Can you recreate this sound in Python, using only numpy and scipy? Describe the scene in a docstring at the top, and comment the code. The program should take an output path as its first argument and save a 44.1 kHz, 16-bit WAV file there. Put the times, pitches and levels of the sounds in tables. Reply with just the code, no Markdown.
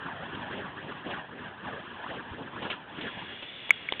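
"""Burning wicks swing in circles at night, each swing a fluttering roar of turbulent flame.
The ground echo sweeps a comb through the roar as the flame dips and climbs. The flames spit and
puff, and a thin sizzle sets in as the swings die down. Near the end, handling clicks ring the
casing of the narrow-band phone that hears it all; the hardest one overloads it."""
import sys
import numpy as np
from scipy import signal
from scipy.fft import rfft, irfft
from scipy.io import wavfile
from scipy.ndimage import map_coordinates

SR = 44100
rng = np.random.default_rng(int(sys.argv[2]) if len(sys.argv) > 2 else 0)


def transcribe(signal):
    """Save signal, clipped to [-1, 1], as a 16-bit WAV file at the path in sys.argv[1]."""
    frames = np.atleast_2d(signal).T
    limited = np.clip(frames, -1, 1)
    pcm = np.round(limited * 32767).astype(np.int16)
    wavfile.write(sys.argv[1], SR, pcm)


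N = 176400


def undb(db):
    """Decibels to amplitude."""
    return 10 ** (np.asarray(db) / 20)


def colour(x, curve):
    """EQ a signal along a curve of (freq_hz, gain_db) points."""
    hz, db = np.array(sorted(curve)).T
    bins_hz = np.maximum(np.fft.rfftfreq(2 * N, 1 / SR), 1)
    gain = undb(np.interp(np.log(bins_hz), np.log(hz), db))
    return irfft(rfft(x, 2 * N) * gain)[:N]


def noise(curve):
    """Coloured noise at an rms of 1."""
    x = colour(rng.standard_normal(N), curve)
    return x / x.std()


def wander(rate_hz):
    """A random modulator with a spread of 1, gliding to a new value rate_hz times a second."""
    targets = rng.standard_normal(N // 10)
    glide = np.interp(np.arange(N) / SR * rate_hz, np.arange(N // 10), targets)
    return glide / glide.std()


def since(start_s):
    """Seconds since a moment, zero before it."""
    return np.maximum(np.arange(N) / SR - start_s, 0)


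def mode(age, pitch_hz, t60_s, rise_s):
    """One damped vibration with a soft attack."""
    attack = 1 - np.exp(-(age / rise_s) ** 2)
    return np.sin(2 * np.pi * pitch_hz * age) * np.exp(-np.log(1000) * age / t60_s) * attack


def night_air():
    """A steady, dull bed of outdoor noise."""
    # freq_hz, gain_db
    tone = [(25, -31), (60, -11.5), (110, -2), (250, -2), (450, -2.5), (1100, -6), (1700, -3), (2400, -28)]
    return undb(-46) * noise(tone)


def flames():
    """Turbulent roar, rush and hiss swell with every swing and flutter as the flame tears."""
    # swells of the swings: peak_s, rise_s, roar_db, rush_db, hiss_db
    whooshes = [(0.096, 0.064, -42, -34, -50), (0.242, 0.093, -40, -39.5, -48.5),
                (0.352, 0.03, -42.5, -40, -48), (0.408, 0.058, -39.5, -36, -46.5),
                (0.54, 0.051, -41, -35, -42), (0.651, 0.064, -43, -37.5, -53),
                (0.779, 0.012, -36.5, -34, -50), (0.897, 0.054, -41, -37, -49.5),
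                (1.127, 0.054, -40, -31.5, -41), (1.196, 0.016, -55.5, -33, -45.5),
                (1.333, .025, -43.5, -58, -61), (1.43, 0.076, -43.5, -39, -48.5),
                (1.683, 0.042, -40.5, -34, -43.5), (1.764, .06, -43, -39.5, -49),
                (1.952, 0.093, -66, -43.5, -49.5), (2.102, 0.063, -46, -36, -43.5),
                (2.177, 0.032, -40.5, -37.5, -49), (2.34, 0.02, -47, -48.5, -67),
                (2.41, 0.065, -40.5, -40, -59), (2.582, 0.039, -39.5, -35.5, -46),
                (2.652, 0.026, -40, -33.5, -33.5), (2.728, 0.028, -45.5, -35.5, -42),
                (2.977, 0.046, -42, -36.5, -40.5), (3.068, 0.029, -38, -34.5, -40.5),
                (3.19, 0.063, -44, -39, -55.5), (3.312, 0.023, -46, -39.5, -50)]
    # tone of the low, middle and high layers: freq_hz, gain_db
    roar = [(25, -44.5), (50, -27), (75, -10.5), (130, -5), (250, 0), (400, -2), (600, -13), (1000, -30),
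            (2000, -52)]
    rush = [(200, -29), (450, -3), (700, -1.5), (1000, 1), (1300, -3.5), (1700, 2), (1950, -5.5),
            (2250, -20), (3000, -36)]
    hiss = [(1200, -31), (1900, -2), (2300, 1), (2800, 5), (3300, 4.5), (3700, -4), (4500, -15.5)]
    # level ride on the steady burn between swings: time_s, gain_db
    burn_ride = [(0, 5.5), (1.0, 6), (1.3, 1), (2.2, 6), (2.85, 2), (3.3, -4.5), (3.6, -12.5), (4, 4.5)]
    # ground reflection, weakest in the treble: roar_gain, rush_gain, hiss_gain
    echo_gains = (.55, .72, .3)
    burn_base_db, own_flutter_db = (-55, -47.5, -52), (2.17, 1.0, 0.76)  # roar, rush, hiss
    flutter_hz, fall_over_rise = 80.3, 0.98
    t = np.arange(N) / SR
    shared_flutter_db = 1.15 * wander(flutter_hz)
    ride_db = np.interp(t, *np.array(burn_ride).T)
    out = np.zeros(N)
    for layer, tone in enumerate([roar, rush, hiss]):
        power = undb(burn_base_db[layer] + ride_db) ** 2
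        for peak_s, rise_s, *levels_db in whooshes:
            width_s = np.where(t < peak_s, rise_s, rise_s * fall_over_rise)
            power += undb(levels_db[layer]) ** 2 * np.exp(-((t - peak_s) / width_s) ** 2)
        gas = noise(tone) * np.sqrt(power)
        flutter = undb(shared_flutter_db + own_flutter_db[layer] * wander(flutter_hz))
        out += ground_echo(gas * flutter, echo_gains[layer])
    return out


def ground_echo(flame, echo_gain):
    """The ground mirrors the flame; the echo's lag follows its height and sweeps a comb filter."""
    # circles of the wick: low_point_s, low_point_lag_ms, next_top_lag_ms
    circles = [(.036, 0.69, 1.59), (.34, 0.69, 1.27), (.566, 0.33, 1.02), (.858, 0.31, 1.15),
               (1.093, .26, 1.24), (1.375, 0.43, 1.43), (1.624, 0.67, 1.84), (1.886, 0.66, 1.27),
               (2.135, 0.25, 1.146), (2.403, 0.25, 0.93), (2.655, 0.16, 1.35), (3.042, .42, 1.25),
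               (3.303, 0.5, 0.39)]
    low_s, low_lag_ms, top_lag_ms = np.array(circles).T
    t = np.arange(N) / SR
    turns = np.interp(t, np.append(low_s, N / SR), np.arange(len(circles) + 1))
    circle = np.minimum(turns.astype(int), len(circles) - 1)
    height = np.sin(np.pi * turns) ** 2
    lag_ms = (1 - height) * np.interp(t, low_s, low_lag_ms) + height * top_lag_ms[circle]
    echo = map_coordinates(flame, [(t - lag_ms / 1000) * SR], order=1, mode="mirror")
    return (flame + echo_gain * echo) / np.hypot(1, echo_gain)


def spits():
    """The flame spits: bright noise bursts with a sharp attack and a short tail."""
    # spits of flame: start_s, level_db, decay_s
    bursts = [(0.349, -35, 0.012), (1.106, -31, 0.015), (2.7, -22, .022), (3.01, -29, 0.03),
              (3.424, -28.5, 0.011)]
    # tone of a spit: freq_hz, gain_db
    tone = [(150, -16), (700, -4), (1800, -9), (2400, -1), (2850, 3.5), (3500, -1), (4500, -20.5)]
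    rise_s = 0.0013
    envelope = np.zeros(N)
    for start_s, level_db, decay_s in bursts:
        age = since(start_s)
        envelope += undb(level_db) * (1 - np.exp(-age / rise_s)) * np.exp(-age / decay_s)
    return noise(tone) * envelope


def puffs():
    """Soft thuds of air, each one low damped tone that rises over half a cycle."""
    # puffs of air: start_s, pitch_hz, level_db, t60_s
    thuds = [(1.064, 296, -12.5, 0.018), (2.31, 83, -26, 0.076), (2.985, 293, -23, 0.047),
             (3.821, 201, -28.5, 0.021)]
    return sum(undb(level_db) * mode(since(start_s), pitch_hz, t60_s, rise_s=.5 / pitch_hz)
               for start_s, pitch_hz, level_db, t60_s in thuds)


def sizzle():
    """A thin hiss fades in and stays; its faint whistles wander in pitch."""
    # hiss with narrow whistling peaks: freq_hz, gain_db
    tone = [(1400, -30), (1900, -5.5), (2250, -7), (2550, -6.5), (2760, -5), (2860, 1.5), (3000, -10),
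            (3240, -3), (3340, 3.5), (3460, -3.5), (3800, -16), (4500, -21)]
    start_s, rise_s, level_db = 2.98, 0.13, -38.5
    speed = 1 + .013 * wander(rate_hz=9)
    hiss = map_coordinates(noise(tone), [np.cumsum(speed)], order=3, mode="mirror")
    waver_db = .6 * wander(rate_hz=25)
    fade_in = np.minimum(since(start_s) / rise_s, 1)
    return hiss * undb(level_db + waver_db) * fade_in


def handling():
    """Fingers click against the casing: a short ring and a duller knock."""
    # finger contacts: start_s, ring_db, knock_db
    clicks = [(3.6938, -24, -23.5), (3.6972, -28, -37), (3.7064, 4.5, -15.5), (3.8881, -11.5, -38),
              (3.9233, -25, -12), (3.926, -43, -23), (3.936, -23, -29), (3.9952, -17, -26)]
    # casing modes of the ring and the knock: pitch_hz, gain_db, t60_s
    ring = [(2213, 2.5, 0.016), (1377, -17.5, 0.022)]
    knock = [(560, 1, 0.008), (865, 1.5, 0.0087), (1530, -3.5, 0.0059), (3120, 0, 0.012),
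             (3430, 5.5, 0.008)]
    contact_s = 0.00038
    out = np.zeros(N)
    for start_s, ring_db, knock_db in clicks:
        age = since(start_s)
        for modes, hit_db in ((ring, ring_db), (knock, knock_db)):
            for pitch_hz, gain_db, t60_s in modes:
                out += undb(hit_db + gain_db) * mode(age, pitch_hz, t60_s, contact_s)
    return out


def scene():
    """The fire and the handling clicks over the night bed, in mono."""
    return (flames() + spits() + puffs() + sizzle() + handling() + night_air())[None]


def record(dry):
    """The phone passes only a narrow band and clips the hardest peak."""
    # phone response: freq_hz, gain_db
    response = [(20, -2.5), (3400, -5.5), (3750, -7.5), (4100, -13), (4500, -26), (4900, -68),
                (6000, -84.5)]
    clip_level, top_hz = .72, 16000
    clipped = np.clip(colour(dry[0], response), -clip_level, clip_level)
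    lowpass = signal.ellip(8, .2, 70, top_hz, fs=SR, output="sos")
    return signal.sosfilt(lowpass, clipped)[None]


dry = scene()
out = record(dry)
transcribe(out)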